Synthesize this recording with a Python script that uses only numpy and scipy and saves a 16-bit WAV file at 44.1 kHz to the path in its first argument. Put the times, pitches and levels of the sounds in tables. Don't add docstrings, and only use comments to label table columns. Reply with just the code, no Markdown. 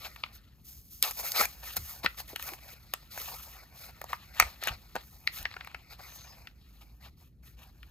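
import sys
import numpy as np
from scipy import signal
from scipy.fft import rfft, irfft
from scipy.io import wavfile

SR = 44100
rng = np.random.default_rng(int(sys.argv[2]) if len(sys.argv) > 2 else 0)


def elevation(decibels):
    levels = np.asarray(decibels, float)
    return 10 ** (levels / 20)


def bounce(signal):
    frames = np.transpose(np.atleast_2d(signal))
    limited = np.clip(frames, -1, 1)
    pcm = np.round(limited * 32767).astype(np.int16)
    wavfile.write(sys.argv[1], SR, pcm)


N = 348390

# [peak t/s, swell/s, fade/s, card tearing level/dB, rubbing hiss level/dB]
FINGER_STROKES = [(0.064, 0.07, 0.025, -40, -47), (0.357, 0.039, 0.033, -57, -53),
                  (.69, 0.057, 0.17, -68, -49), (.95, 0.057, 0.046, -79, -48),
                  (1.039, 0.014, 0.1, -32.5, -31), (1.198, 0.038, 0.026, -41.5, -35),
                  (1.27, 0.054, 0.043, -40, -36.5), (1.414, 0.081, 0.054, -23.5, -25.5),
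                  (1.682, 0.07, 0.12, -45.5, -42), (1.773, 0.016, 0.011, -35, -30),
                  (1.899, 0.14, 0.13, -53.5, -43), (2.054, 0.027, 0.0043, -33.5, -43),
                  (2.202, 0.037, 0.026, -44, -39), (2.297, 0.024, 0.059, -48.5, -45.5),
                  (2.474, 0.11, 0.11, -47.5, -42.5), (2.736, 0.17, 0.015, -53, -51.5),
                  (3.199, 0.11, 0.42, -46.5, -41.5), (3.547, 0.029, 0.13, -51, -54),
                  (3.842, 0.12, 0.085, -49, -48), (4.098, 0.018, 0.1, -45.5, -51.5),
                  (4.409, 0.085, 0.16, -43, -49), (4.646, 0.042, 0.14, -37.5, -50),
                  (4.682, 0.013, 0.018, -28, -39), (4.962, 0.01, 0.1, -49, -71),
                  (5.372, 0.06, 0.083, -45, -41), (5.92, 0.026, 0.049, -51.5, -54),
                  (6.04, 0.071, 0.54, -52, -55.5), (6.162, 0.031, 0.026, -72, -47.5),
                  (6.821, 0.018, 0.024, -56.5, -61), (7.061, 0.071, 0.046, -55, -59.5),
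                  (7.214, 0.056, 0.1, -65, -63), (7.462, 0.042, 0.11, -61, -59),
                  (7.617, 0.055, 0.11, -56, -60)]
SWELL_DB, FADE_DB, EDGE = 10.5, 14.5, 0.35
# [t/s, card level/dB, hiss level/dB]
HOLDING_RUSTLE = [(0, -54, -54), (.3, -62.5, -68), (.5, -69.5, -75), (.9, -83, -58.5), (1.3, -48, -39.5),
                  (1.6, -59, -57), (2.9, -62.5, -64.5), (3.7, -64, -66.5), (4.55, -57, -61.5),
                  (4.93, -64, -65.5), (5.05, -70.5, -59), (5.5, -56, -67), (6.55, -72.5, -76.5),
                  (6.75, -66.5, -66.5), (7.35, -85.5, -87), (7.9, -68.5, -68.5)]
# [f/Hz, width/Hz, level/dB]
CARD_MODES = [(610, 710, -3.5), (740, 384, 3), (1242, 180, 1), (1414, 286, -1.5), (1850, 200, -2),
              (2220, 422, 1), (2520, 780, -2), (4200, 850, -3.5), (5620, 1000, -12.5), (7420, 230, -9.5)]
# [f/Hz, relative level/dB per Hz]
RUB_COLOUR = [(500, -25.5), (3000, -8), (5500, 1), (8500, 1.5), (13000, 7), (16000, 1.5)]
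# [f/Hz, relative level/dB per Hz]
HUM_COLOUR = [(15, -48.5), (59, 2), (87, -12), (123, -10.5), (300, -25), (600, -40), (1500, -63.5)]
# [t/s, ringing peak level/dB, ringing centre f/Hz, crack rms level/dB over 59 ms]
CREASE_SNAPS = [(0.161, -34.5, 1850, -62), (0.237, -17.5, 2000, -73), (0.262, -40, 1750, -78),
                (1.026, -13.5, 3330, -25), (1.11, -33, 1470, -41), (1.319, -24.5, 4570, -37),
                (1.361, -22.5, 1008, -47), (1.41, -16, 890, -51), (1.454, -25, 1470, -38),
                (1.767, -27, 600, -33.5), (2.046, -21, 690, -50), (2.061, -10, 2070, -51),
                (2.36, -22, 2010, -45), (2.396, -31, 1730, -54), (2.425, -30, 2100, -46),
                (2.489, -29, 1830, -50), (2.535, -34.5, 2110, -51), (2.937, -19.5, 1530, -36.5),
                (3.176, -28, 1190, -53), (4.015, -29.5, 850, -49.5), (4.041, -30.5, 690, -52.5),
                (4.131, -15.5, 1200, -52.5), (4.399, 0, 1310, -22.5), (4.411, -18, 1530, -62),
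                (4.424, -14, 1520, -59), (4.626, -29.5, 1210, -58), (4.637, -26.5, 2500, -41),
                (4.672, -15, 1190, -40), (4.955, -19.5, 820, -50.5), (4.963, -19.5, 876, -68),
                (5.274, -11, 3060, -49.5), (5.428, -35, 4200, -52), (5.454, -17, 2040, -67),
                (5.513, -34.5, 1930, -105), (5.54, -35, 2100, -87), (5.566, -29.5, 1460, -90),
                (5.609, -30, 1880, -88), (5.647, -36.5, 1680, -61), (5.673, -32.5, 1700, -60),
                (5.714, -43.5, 1920, -72), (5.746, -25, 1790, -69), (5.998, -39, 830, -69),
                (6.005, -38, 890, -82), (6.472, -31.5, 2370, -70.5), (7.83, -40, 2306, -71.5)]
# [t/s, peak level/dB, centre f/Hz]
PACK_THUDS = [(1.77, -37.5, 64), (2.039, -33.5, 214), (2.329, -40.5, 382), (2.515, -44.5, 275),
              (4.4, -35, 50.3), (4.685, -34, 60.5), (4.949, -39.5, 231), (5.391, -41, 51.5),]
# [start t/s, end t/s, centre f/Hz, level/dB before the swell]
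FILM_SQUEAKS = [(6.04, 6.34, 6300, -57), (6.24, 6.36, 5100, -58)]
# [f/Hz, phase/rad]
LEFT_LEAD = [(300, 0.39), (1200, 0.86), (2000, 1.3), (4400, 1.24), (5800, 2), (7700, -3), (9800, -2.5),
             (12000, -5.5)]


def in_time(rows):
    s, *columns = np.transpose(rows)
    return [np.interp(np.arange(N) / SR, s, column) for column in columns]


def rms_one(x):
    return x / np.sqrt(np.mean(x ** 2) + 1e-20)


def colour(x, points):
    hz, level_db = np.transpose(points)
    bins = np.fft.rfftfreq(N, 1 / SR) + 1
    return irfft(rfft(x) * elevation(np.interp(np.log(bins), np.log(hz), level_db)), N)


def drift(rate_hz):
    r = np.exp(-2 * np.pi * rate_hz / SR)
    noise = rng.standard_normal(N + SR)
    wander = signal.lfilter([1], [1, -2 * r, r * r], noise)
    return rms_one(wander[SR:])


def resonance(x, hz, width_hz):
    r = np.exp(-np.pi * max(width_hz, 20) / SR)
    zeros = [(1 - r * r) / 2, 0, (r * r - 1) / 2]
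    poles = [1, -2 * r * np.cos(2 * np.pi * hz / SR), r * r]
    return signal.lfilter(zeros, poles, x)


def grains(per_s, spread_db, clumps_db):
    sizes = elevation(spread_db * np.minimum(rng.exponential(1, N), 5))
    signed = sizes * rng.choice([-1, 1], N)
    return signed * (rng.random(N) < per_s / SR) * elevation(clumps_db)


def effort():
    power = elevation(2 * np.array(in_time(HOLDING_RUSTLE)))
    t = np.arange(N) / SR
    for s, swell, fade, *level_db in FINGER_STROKES:
        near = slice(max(round((s - swell) * SR), 0), round((s + fade) * SR))
        away = np.maximum((s - t[near]) / swell, (t[near] - s) / fade)
        sag_db = np.where(t[near] < s, SWELL_DB, FADE_DB) * away
        edge = np.sin(np.pi / 2 * np.clip((1 - away) / EDGE, 0, 1)) ** 2
        shape = elevation(-sag_db) * edge
        power[:, near] += (elevation(level_db)[:, None] * shape) ** 2
    return np.sqrt(power)


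def tearing(level, jerks):
    fibres = rms_one(grains(per_s=7200, spread_db=2.0, clumps_db=1.2 * jerks))
    crinkles = rms_one(grains(per_s=700, spread_db=3.0, clumps_db=4 * jerks))
    blows = fibres + elevation(-6) * crinkles
    rings = np.zeros(N)
    for k, (hz, width_hz, mode_db) in enumerate(CARD_MODES):
        answer_db = mode_db + 2.5 * drift(14)
        rings += (-1) ** k * elevation(answer_db) * resonance(blows, hz, width_hz)
    return level * rms_one(rings)


def rubbing(level, jerks):
    clumps_db = 0.66 * jerks + drift(51)
    fine = colour(grains(per_s=6900, spread_db=2.5, clumps_db=clumps_db), RUB_COLOUR)
    top = signal.sosfilt(signal.butter(4, 10500, "high", fs=SR, output="sos"), fine)
    return level * fine / np.std(top)


def ports(x):
    left_db, centre_hz = 4, 2500
    hz = np.fft.rfftfreq(N, 1 / SR) + 1
    lean = elevation(left_db / 2 / (1 + np.log2(hz / centre_hz) ** 4 / 2))
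    lead_hz, lead_rad = np.transpose(LEFT_LEAD)
    lead = np.interp(np.log(hz), np.log(lead_hz), lead_rad)
    return irfft(rfft(x) * [lean, np.exp(-1j * lead) / lean], N)


def room(x):
    t60_s, wall_cut_hz = 0.17, 8000
    age = np.arange(round(0.4 * SR)) / SR
    tail = rng.standard_normal((2, len(age))) * elevation(-60 * age / t60_s) * (age > 0.002)
    tail = signal.sosfilt(signal.butter(2, wall_cut_hz, fs=SR, output="sos"), tail)
    tail /= np.sqrt((tail ** 2).sum(1).mean())
    return signal.fftconvolve(x[None], tail, axes=1)[:, :N]


def hum(rumble_db, side_db=-15.0):
    mid, side = rms_one(colour(rng.standard_normal((2, N)), HUM_COLOUR))
    return elevation(rumble_db) * (mid + elevation(side_db) * side * [[1], [-1]])


def snaps(rise_s=0.0004, creak_s=0.0015, crack_s=0.0015, reach_db=7.0, damping=1.1,
          tail_s=0.004, tail_db=-34.0):
    out = np.zeros(N)
    hz, width_hz, mode_db = np.transpose(CARD_MODES)
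    treble = signal.butter(2, 6000, "high", fs=SR, output="sos")
    lead = round(0.006 * SR)
    age = np.arange(round(0.059 * SR)) / SR
    age = age - age[lead]
    rise = 1 - np.exp(-np.maximum(age, 0) / rise_s)
    crumble = elevation(tail_db) * np.exp(np.minimum(age / creak_s, -age / tail_s))
    for s, peak_db, centre_hz, crack_db in CREASE_SNAPS:
        small, hiss = rng.standard_normal((2, len(age)))
        slips = small ** 3 * crumble
        slips[lead + 20] += 1
        luck_db = rng.normal(0, 2, len(hz))
        near_db = mode_db + luck_db - reach_db * np.log2(hz / centre_hz) ** 2
        body = np.zeros(len(age))
        for k in range(len(hz)):
            ring = resonance(slips, hz[k], damping * width_hz[k])
            body += (-1) ** k * elevation(near_db[k]) * ring
        crack = signal.sosfilt(treble, hiss) * rise * np.exp(-age / crack_s)
        sound = elevation(peak_db) * body / np.abs(body).max() + elevation(crack_db) * rms_one(crack)
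        at = round(s * SR) - lead
        out[at:at + len(age)] += sound[:N - at]
    return out


def thuds(rise_s=0.004, cycles=2.0):
    out = np.zeros(N)
    age = np.arange(round(0.25 * SR)) / SR
    for s, peak_db, hz in PACK_THUDS:
        noise = rng.standard_normal(len(age))
        push = noise * (1 - np.exp(-age / rise_s)) * np.exp(-age * hz / cycles)
        thud = resonance(resonance(push, hz, 0.97 * hz), hz, 0.97 * hz)
        at = round(s * SR)
        out[at:at + len(age)] += elevation(peak_db) * thud / np.abs(thud).max()
    return out


def squeaks(width_hz=500):
    out = np.zeros(N)
    t = np.arange(N) / SR
    for start, end, hz, level_db in FILM_SQUEAKS:
        swell = np.sin(np.pi * np.clip((t - start) / (end - start), 0, 1))
        slide = grains(per_s=1700, spread_db=-4.0, clumps_db=0)
        whistle = resonance(resonance(slide, hz, width_hz), hz, width_hz)
        out += elevation(level_db) * swell * rms_one(whistle)
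    return out


def scene():
    card, hiss = effort()
    jerks = drift(45)
    pack = tearing(card, jerks) + rubbing(hiss, jerks) + snaps() + squeaks()
    return ports(pack) + elevation(-17.5) * room(pack) + thuds() + hum(rumble_db=-56)


def top_cut(x):
    return signal.sosfilt(signal.butter(12, 17010, fs=SR, output="sos"), x)


def record(dry):
    narrow_above_hz, ceiling, stop_hz = 11800, 0.9, 16800
    mid, side = (dry[0] + dry[1]) / 2, (dry[0] - dry[1]) / 2
    lowpass = signal.butter(6, narrow_above_hz, fs=SR, output="sos")
    side = 0.35 * side + 0.65 * signal.sosfiltfilt(lowpass, side)
    stereo = np.array([mid + side, mid - side])
    rounded = ceiling * np.tanh(stereo / ceiling)
    cut = signal.sosfilt(signal.cheby2(12, 80, stop_hz, fs=SR, output="sos"), rounded)
    return top_cut(cut)


dry = scene()
out = record(dry)
bounce(out)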